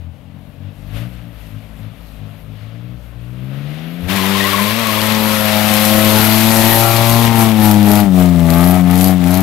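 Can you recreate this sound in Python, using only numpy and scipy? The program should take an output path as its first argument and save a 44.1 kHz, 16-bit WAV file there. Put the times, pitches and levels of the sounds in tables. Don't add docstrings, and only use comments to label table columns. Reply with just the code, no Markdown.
import sys
import numpy as np
from scipy import signal
from scipy.fft import rfft, irfft, next_fast_len
from scipy.io import wavfile
from scipy.ndimage import uniform_filter1d

SR = 44100
rng = np.random.default_rng(int(sys.argv[2]) if len(sys.argv) > 2 else 0)


def put_to_file(sound):
    columns = np.atleast_2d(sound).T
    safe = np.clip(columns, -1, 1)
    whole_steps = np.round(safe * 32767)
    wavfile.write(sys.argv[1], SR, whole_steps.astype(np.int16))


N = 415422
STEP = 32
T, SIZE = np.arange(N) / SR, next_fast_len(N)
HZ = np.maximum(np.fft.rfftfreq(SIZE, 1 / SR), 1)
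GRIP_S = 4.075
LEFT_DB = 5.2

# [rasp level/dB, crack level/dB]
CYLINDERS = [(3.5, 0.5), (-1, 8), (0, 2.5)]


def undb(db):
    return np.exp(np.asarray(db) * (np.log(10) / 20))


def smooth(x):
    return np.interp(T, np.arange(len(x)) * STEP / SR, x)


def curves(table):
    s, *columns = np.transpose(table)
    return [np.interp(T, s, column) for column in columns]


def on_log(table, hz):
    table_hz, values = np.transpose(table)
    return np.interp(np.log(hz), np.log(table_hz), values)


def walk(rate):
    hold = max(int(SR / STEP / rate), 1)
    steps = np.repeat(rng.standard_normal(N // STEP // hold + 2), hold)
    slewed = uniform_filter1d(uniform_filter1d(steps, hold), hold)
    return 1.237 * smooth(slewed)


def hiss(spectrum, low_hz, high_hz, gate=1, flicker_db=1.0):
    # [f/Hz, likeness 0-1]
    port_likeness = [(60, 0.3), (130, 0.97), (290, 1), (640, 0.62), (1410, 0.8), (3100, 0.45), (6820, 0.38),
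                     (15000, 0.68)]
    like = on_log(port_likeness, HZ)
    a, b = rfft(gate * rng.standard_normal((2, N)), SIZE)
    pair = np.array([a, like * a + np.sqrt(1 - like ** 2) * b])
    pair *= undb(on_log(spectrum, HZ))
    inside = (HZ > low_hz) & (HZ < high_hz)
    pair /= np.sqrt(2 * np.sum(np.abs(pair[0, inside]) ** 2)) / SIZE
    place = np.clip(np.log2(HZ / low_hz) + 1, 0, 2)
    total = 0
    for k in range(3):
        band = irfft(pair * np.clip(1 - abs(place - k), 0, 1), SIZE)[:, :N]
        total = total + undb(flicker_db * walk(18)) * band
    return total


def bursts(table, wobble, rise, rough_db=0):
    s, _, hz = np.transpose(table)
    pitch = np.interp(T, s + .012, hz) * (1 + wobble * walk(120))
    swell = np.zeros(N)
    for start, db, _ in table:
        begin = start - .002
        near = slice(int(begin * SR), int((start + 12 * rise) * SR))
        u = np.maximum(T[near] - begin, 0) / rise
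        swell[near] = np.maximum(swell[near], undb(db) * u * np.exp(1 - u))
    return swell * undb(rough_db * walk(250)) * np.sin(2 * np.pi * np.cumsum(pitch) / SR)


def controls():
    # [t/s, bank pulse rate f/Hz, second, first and third partial level/dB, bay hiss level/dB]
    idle_table = [(0.0, 42, -28, -58, -56, -56), (0.02, 43.2, -33, -58, -42, -54),
                  (0.09, 42.2, -29.5, -59, -41, -60), (0.18, 43, -51, -54, -47, -60),
                  (0.3, 45.15, -40, -57, -40.5, -57.5), (0.54, 46.45, -47, -50, -46.5, -55.5),
                  (0.61, 46.5, -34, -59, -40, -56), (0.68, 49.2, -28, -57, -37, -52),
                  (0.74, 49.7, -45, -44, -42, -56), (0.87, 49.74, -37, -35, -41, -51),
                  (0.92, 51.8, -29, -34, -39, -47), (0.97, 55.5, -25.5, -27, -34, -38.5),
                  (1.05, 59.8, -26, -46, -32.5, -44), (1.1, 61.3, -36, -34, -36, -51),
                  (1.18, 59.4, -36, -32, -45, -48.5), (1.27, 57.3, -35, -49, -37, -52.5),
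                  (1.39, 55.1, -48, -35, -52, -51.5), (1.48, 53.1, -41, -40, -42, -49.5),
                  (1.56, 52.4, -28, -38.5, -35, -51), (1.63, 54.3, -42, -49, -49, -50.5),
                  (1.75, 52.4, -49, -34, -44, -53), (1.84, 53.5, -27.5, -44, -37, -49),
                  (1.92, 54.6, -36, -50, -43, -51.5), (2.02, 55.6, -58, -38, -47, -53),
                  (2.19, 52.3, -44, -37, -42, -51.5), (2.22, 51.5, -31.5, -43, -37.5, -52),
                  (2.36, 52.95, -37, -54, -41.5, -51.5), (2.4, 53.3, -52, -40, -48, -53),
                  (2.49, 52.2, -36, -44, -39.5, -55.5), (2.64, 54, -33, -53, -46, -48.5),
                  (2.89, 61, -30, -45, -36, -53.5), (2.97, 60.3, -37, -37, -44, -54),
                  (3.04, 59.5, -44, -35, -50, -53), (3.19, 58.5, -33, -37, -45.5, -54.5),
                  (3.42, 63.4, -28, -40, -35, -51), (3.55, 68.5, -25.5, -54, -35.5, -44),
                  (3.7, 73.3, -26.5, -49, -41.5, -42.5), (3.79, 79, -29.5, -50, -38, -41.5),
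                  (4.0, 87.9, -27.5, -59, -35.5, -41.5), (4.05, 86.4, -27, -23, -35, -38.5)]
    # [t/s, bank pulse rate f/Hz, second, first and third partial level/dB, rasp level/dB, tyre hiss level/dB]
    spin_table = [(4.07, 91, -34, -27, -37, -33, -39), (4.1, 93, -19.5, -33, -29, -41, -22),
                  (4.15, 98.7, -21.5, -23, -29, -29, -24), (4.17, 97.6, -16.5, -32, -36, -32, -21.5),
                  (4.21, 94.2, -20.5, -28, -28, -33, -23.5), (4.3, 97.9, -17, -29, -33, -29, -22),
                  (4.53, 98.4, -25.5, -28, -30, -30, -22), (4.6, 99.8, -19, -29, -42, -26, -22),
                  (4.63, 102.4, -16.5, -30, -35, -27, -22), (4.71, 106.7, -25, -24, -33, -28, -22),
                  (4.74, 111.0, -21, -27, -42, -31, -22.5), (4.8, 115.9, -23, -30, -38, -24, -23.5),
                  (4.85, 110.8, -24, -28, -50, -26, -23.5), (4.89, 107.3, -21, -29, -33, -25, -22.5),
                  (4.93, 106.5, -25.5, -27, -34, -25.5, -22.5), (5.05, 107.7, -21.5, -25, -31, -26, -21.5),
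                  (5.1, 108.8, -18.5, -24, -38, -25, -21.5), (5.21, 108.5, -17.5, -28, -31, -21.5, -22.5),
                  (5.42, 106.4, -20, -25, -37.5, -24.5, -22), (5.77, 105.8, -16, -23, -28.5, -22, -19),
                  (5.79, 106.1, -16, -25, -32, -23.5, -20), (5.96, 107.1, -14, -20, -21.5, -17.5, -19.5),
                  (6.19, 107.9, -15.5, -16.5, -24.5, -18.5, -19.5),
                  (6.41, 110.8, -13.5, -17.5, -22, -21.5, -21),
                  (6.51, 111.4, -13, -17, -22.5, -17.5, -20.5), (6.66, 112.1, -15, -16.5, -19.5, -16, -20),
                  (6.89, 114.5, -28.5, -14.5, -20, -15.5, -22.5), (7.22, 116.5, -12.5, -11, -23, -17, -24)]
    # [t/s, bank pulse rate f/Hz, second, first and third partial level/dB, rasp level/dB, treble level/dB]
    pump_table = [(7.27, 115, -15, -13, -25, -19, -24), (7.31, 114.9, -16.5, -16, -30, -21, -34),
                  (7.42, 113.2, -11.5, -11.5, -18, -14, -22), (7.48, 111.3, -13, -15.5, -25, -19, -31.5),
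                  (7.55, 108.2, -11.5, -19, -25, -24, -39.5), (7.65, 106.4, -9, -11, -15, -15.5, -22.5),
                  (7.82, 103.3, -8, -12.5, -17.5, -22.5, -37), (7.91, 102.9, -8.5, -14, -14.5, -15, -24),
                  (8.01, 103.3, -10, -13, -18, -17.5, -28.5), (8.04, 101.5, -9, -22, -18, -25, -41),
                  (8.05, 99.4, -18, -39, -22, -29, -42), (8.07, 98.6, -10, -25, -23, -25.5, -54),
                  (8.11, 92.5, -9.5, -24, -20.5, -34, -65), (8.2, 90.7, -6.5, -14.5, -12.5, -15.5, -33.5),
                  (8.32, 87.5, -10, -17.5, -16, -27, -51), (8.45, 83.65, -11, -18, -17, -21, -44),
                  (8.51, 83.3, -11, -17, -14.5, -17, -33), (8.69, 89.35, -8, -14.5, -13, -18.5, -28.5),
                  (8.77, 91.3, -11.5, -16, -17.5, -20.5, -39), (8.83, 89.6, -8.5, -23, -16.5, -32.5, -51),
                  (8.89, 88.4, -11, -19, -17, -24.5, -37), (8.92, 89.46, -10, -16, -15, -20.5, -30),
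                  (9.07, 93.3, -11, -17.5, -15, -20.5, -25.5), (9.1, 92.85, -11, -17, -16.5, -18.5, -26.5),
                  (9.17, 91, -12.5, -23, -21, -35.5, -54), (9.2, 88.7, -14, -25, -20.5, -35, -53),
                  (9.26, 87.5, -12, -20, -15, -27, -36), (9.35, 91, -14, -17, -18, -22, -28.5),
                  (9.4, 94.8, -14.5, -19, -19, -22.5, -34.5), (9.42, 94.5, -13, -16, -20, -26, -37)]

    s, hz, second, first, third, bay = np.transpose(idle_table)
    rasp = -52 + 0.15 * (second + 35) + np.maximum(bay + 50, 0)
    treble = bay - 9 + 0.19 * (first - second)
    idle = [s, hz, second, first, third, rasp, bay, treble]

    spin = np.transpose(spin_table)
    s, tyres = spin[0], spin[-1]
    nearing_db_per_s = 3.5
    spin = [*spin, tyres - 10 + nearing_db_per_s * (s - GRIP_S)]

    s, hz, second, first, third, rasp, treble = np.transpose(pump_table)
    open_treble_db, open_hiss_db = -29, -23.5
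    fade_db_per_s, hiss_share = 2.7, 0.32
    hiss_db = open_hiss_db + hiss_share * (treble - open_treble_db) - fade_db_per_s * (s - s[0])
    pump = [s, hz, second, first, third, rasp, hiss_db, treble]
    return curves(np.hstack([idle, spin, pump]).T)


def partials(hz, second, first, third, rasp, spinning):
    # [f/Hz, level/dB]
    pipe_idle = [(160, -1), (200, -7), (240, -10.5), (285, -4.5), (340, -11.5), (450, -5.5), (600, -10),
                 (900, -16)]
    pipe_load = [(370, -1), (450, -5.5), (540, -4.5), (640, -5.5), (750, -7), (860, -6), (1000, -10.5),
                 (1200, -10)]
    pipe_tail = [(330, -9), (400, -4), (460, -7), (540, -10.5), (620, -3.5), (720, -2), (850, -5),
                 (1000, -8), (1200, -18)]
    # [t/s, low gap f/Hz, its depth level/dB, high gap f/Hz, its depth level/dB]; a negative depth boosts
    gap_table = [(0, 336, 10, 400, 17), (1, 345, 12, 474, 10), (2.5, 339.5, 13, 480, 6.5),
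                 (3.4, 430, 3, 560.7, 1), (3.8, 472.8, 6, 721, 6), (4.0, 601, 12, 802, 8),
                 (4.1, 559.8, 7, 614, -8), (4.5, 611.3, 2, 778, 30), (4.9, 430.4, 6, 823, 18),
                 (5.25, 429.3, 5, 681, 17), (5.5, 425, 5.5, 920, 8), (5.85, 423.8, 25, 951.3, 7),
                 (6.07, 427.5, 5, 897, 10), (6.17, 480, 8, 760, 3), (6.3, 544.7, 26, 987, 6),
                 (6.55, 449.8, 6, 1123, 1), (6.86, 454.2, 10, 1030, 23), (7.1, 462.4, 8, 1020, 3),
                 (7.22, 520, 7, 1152, 0), (7.45, 568.3, 20, 1018, 9), (7.6, 629.3, 13, 1040, 1),
                 (7.7, 620.4, 2, 1060, 0), (7.85, 621, 5, 931.6, 10), (7.97, 420, 14, 1040, 10),
                 (8.05, 509.8, 10, 1020, 10), (8.2, 540.4, 8, 831, 16), (8.5, 465.6, 16, 750, 16.5),
                 (8.75, 545.3, 14, 803.6, 6), (8.95, 528.7, 3, 850.3, 7), (9.08, 501, 0, 935, 9),
                 (9.25, 525, 2, 883.4, -3), (9.4, 465, 15, 664, 3)]
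    low_width_hz, high_width_hz = 51, 76
    bass_hz, edge_hz = 281, 446
    turns_s, turn_length_s = 7.2, 1.29
    wander_db = 2.0

    out = [first, second, third]
    low_hz, low_db, high_hz, high_db = (c[::STEP] for c in curves(gap_table))
    hz, third, rasp, spinning = (c[::STEP] for c in (hz, third, rasp, spinning))
    behind = np.clip((T[::STEP] - turns_s) / turn_length_s, 0, 1)
    for k in range(4, 11):
        f = k * hz
        edge = np.clip((f - bass_hz) / (edge_hz - bass_hz), 0, 1)
        loaded = (1 - behind) * on_log(pipe_load, f) + behind * on_log(pipe_tail, f)
        pipe = (1 - spinning) * on_log(pipe_idle, f) + spinning * loaded
        low_gap = low_db * np.exp(-((f - low_hz) / low_width_hz) ** 2)
        high_gap = high_db * np.exp(-((f - high_hz) / high_width_hz) ** 2)
        leader = (1 - edge) * third + edge * rasp
        out.append(smooth(leader + pipe - low_gap - high_gap + wander_db * edge * walk(11)[::STEP]))
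    return np.array(out)


def firings(hz):
    turns = np.cumsum(hz * (1 + 0.00186 * walk(30))) / SR
    cycle = turns.astype(int)
    return turns, cycle, rng.standard_normal((cycle[-1] + 1, 4))


def exhaust_tone(hz, partial_db, lag, scatter_db, turns, cycle, chance):
    # [f/Hz, level/dB relative to partials 8 to 10]
    rasp_spectrum = [(300, -7), (700, -72), (1000, -11), (1300, -6.5), (1600, -15.5), (1900, -13),
                     (2400, -16), (3200, -34)]
    # [t/s, length/s, centre f/Hz, width f/Hz, level/dB]
    swell_table = [(5.249, 0.13, 1400, 120.8, -1), (5.466, 0.29, 1374, 120.8, 10),
                   (6.202, 0.23, 1421, 144.3, 10.5), (6.555, 0.074, 1877, 131.9, 9),
                   (6.711, 0.067, 1859, 161.3, 15), (6.857, 0.065, 1360, 129.8, 10),
                   (6.932, 0.12, 2438, 200, 11)]

    size = scatter_db * uniform_filter1d(chance[cycle, :2].T, 200, axis=1)
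    rasp_db = uniform_filter1d(np.transpose(CYLINDERS)[0, cycle % 3], 200)
    top_db = 10 * np.log10(np.mean(undb(partial_db[7:]) ** 2, axis=0))
    upper_db = rasp_db + top_db + 1.6 * size[1]
    drifts = [1.3 * walk(7) for _ in range(8)]
    tone, angle = 0, 2 * np.pi * (turns % 1)
    for k in range(1, 27):
        bank_phase = smooth(np.angle(1 + .7 * np.exp(-2j * np.pi * k * lag[::STEP])))
        if k <= 10:
            db = partial_db[k - 1] + size[0] + rasp_db * (k > 3)
        else:
            db = upper_db + smooth(on_log(rasp_spectrum, k * hz[::STEP]))
            db = db + drifts[k // 4] + 1.2 * walk(25)
            for s, length, centre_hz, width_hz, swell_db in swell_table:
                near = slice(int((s - 2 * length) * SR), int((s + 2 * length) * SR))
                in_time = ((T[near] - s) / length) ** 2
                in_pitch = ((k * hz[near] - centre_hz) / width_hz) ** 2
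                db[near] += swell_db * np.exp(-in_time - in_pitch)
        tone = tone + np.sqrt(2) * undb(db) * np.cos(k * angle + bank_phase + np.pi / 4)
    return tone


def gas_cracks(hz, lag, turns, cycle, chance):
    crack_db = np.transpose(CYLINDERS)[1, cycle % 3]
    crack = 0
    for bank in range(2):
        since = (turns + .07 - bank * lag) % 1 / hz
        crack = crack + undb(4.0 * chance[cycle, 2 + bank] + crack_db) * np.exp(-since / .0012)
    return crack / np.sqrt(uniform_filter1d(crack ** 2, SR // 4))


def engine_bay():
    # [f/Hz, level/dB per Hz]
    bay_spectrum = [(30, -34), (100, -28), (300, -15.5), (400, -39), (560, -18), (900, -30), (1500, -27),
                    (2750, -26), (3500, -29), (4500, -37.5), (7000, -53), (12000, -92)]
    return hiss(bay_spectrum, 1500, 4500)


def air_treble(gate):
    # [f/Hz, level/dB per Hz]
    air_spectrum = [(2350, -41), (4000, 0), (5250, -5.5), (7910, -8), (9820, -6.5), (12300, 3),
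                    (15600, -17.5)]
    return hiss(air_spectrum, 8000, 15000, gate, 2.0)


def street_rumble():
    # [f/Hz, level/dB per Hz]
    street_spectrum = [(25, -23), (60, 9), (200, 4.5), (330, -12), (600, -3), (900, -10.5), (1500, -21),
                       (5000, -37.5)]
    return undb(-45) * hiss(street_spectrum, 75, 1000)


def driveline_thuds():
    # [t/s, level/dB, f/Hz]
    jolt_table = [(4.03, -25, 85.17), (4.066, -20, 95), (8.045, -19, 60)]
    return bursts(jolt_table, wobble=0.108, rise=0.0057)


def tyre_scrub(gate):
    # [f/Hz, level/dB per Hz]
    scrub_spectrum = [(300, -24), (600, 0), (850, -5), (1100, -0.5), (1500, -2.5), (2000, 0.5), (3500, -2),
                      (5000, -10.5), (7000, -18.5), (12000, -21)]
    return hiss(scrub_spectrum, 1500, 4500, (1 + gate) / 2)


def gas_roar(partial_db, crack, spinning):
    # [f/Hz, level/dB per Hz]
    roar_spectrum = [(25, -3), (50, -12), (100, -14.5), (200, -5), (400, -5), (650, -3), (900, -1.5),
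                     (1400, -23.5)]
    flow = np.sqrt(uniform_filter1d(np.sum(undb(partial_db[3:]) ** 2, axis=0), SR // 10))
    pulsing = 1 + 0.14 * (crack - 1)
    roar_db = -10
    return spinning * flow * undb(roar_db) * hiss(roar_spectrum, 90.5, 1400, pulsing)


def tread_squeal():
    # [t/s, level/dB, f/Hz]
    chirp_table = [(4.1804, -22, 1058), (4.2306, -22, 990), (4.3495, -17, 1080), (4.3894, -26, 1070),
                   (4.4443, -19, 1041), (4.4707, -21, 1086), (4.5067, -32, 1134), (4.5283, -14.5, 1094),
                   (4.5494, -31, 1112), (4.584, -17, 1039), (4.6119, -23, 1028), (4.662, -20, 1027),
                   (4.6989, -23, 1025), (4.8519, -24, 1095), (4.8842, -18, 1072), (4.931, -24, 1195),
                   (4.9624, -21, 1102), (5.0477, -25, 1026)]
    high_chirp_table = [(4.4029, -18, 1898), (4.4333, -19, 1955), (4.575, -23, 2010)]
    low = bursts(chirp_table, wobble=0.0286, rise=0.011, rough_db=2.5)
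    high = bursts(high_chirp_table, wobble=0.014, rise=0.011, rough_db=2.5)
    return low + high


def scene():
    # [t/s, lag of second bank/cycles, scatter per cycle level/dB, share of treble that cracks 0-1]
    bank_table = [(0, 0.35, 1, 0.13), (3.0, 0.43, 2.5, 0), (3.5, 0.43, 1, 0.1), (4.3, 0.29, 1, 0.28),
                  (6.3, 0.38, 1.9, 0.29), (7.2, 0.37, 2, 0.22), (7.8, 0.38, 1.3, 0.56),
                  (8.5, 0.39, 0.8, 0.87), (9.42, 0.35, 1.1, 0.65)]
    hz, second, first, third, rasp, hiss_db, treble_db = controls()
    spinning = np.clip((T - GRIP_S) / 0.0099, 0, 1)
    partial_db = partials(hz, second, first, third, rasp, spinning)
    lag, scatter_db, cracking = curves(bank_table)
    turns, cycle, chance = firings(hz)
    tone = exhaust_tone(hz, partial_db, lag, scatter_db, turns, cycle, chance)
    crack = gas_cracks(hz, lag, turns, cycle, chance)
    gate = np.sqrt(1 - cracking + cracking * crack ** 2)
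    mids = (1 - spinning) * engine_bay() + spinning * tyre_scrub(gate)
    noise = undb(hiss_db) * mids + undb(treble_db) * air_treble(gate) + street_rumble()
    return tone + noise + driveline_thuds() + gas_roar(partial_db, crack, spinning) + tread_squeal()


def record(dry):
    # [f/Hz, loss level/dB]
    right_loss = [(60, 19), (110, 16), (200, 15.5), (380, 17.5), (700, 16.5), (1290, 17), (2380, 16),
                  (4400, 14.5), (8120, 6.5), (15000, 6)]
    ceiling, top_hz = .84, 15700
    loud = undb(LEFT_DB) * dry[0]
    body = signal.sosfiltfilt(signal.butter(2, 6000, fs=SR, output="sos"), loud)
    high_treble = loud - body
    left = np.clip(ceiling * np.tanh(body / ceiling) + high_treble, -.92, .92)
    right = irfft(rfft(dry[1], SIZE) * undb(LEFT_DB - on_log(right_loss, HZ)), SIZE)[:N]
    low_pass = signal.ellip(12, .2, 80, top_hz, fs=SR, output="sos")
    return np.clip(signal.sosfilt(low_pass, [left, right]), -1, 1)


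dry = scene()
out = record(dry)
put_to_file(out)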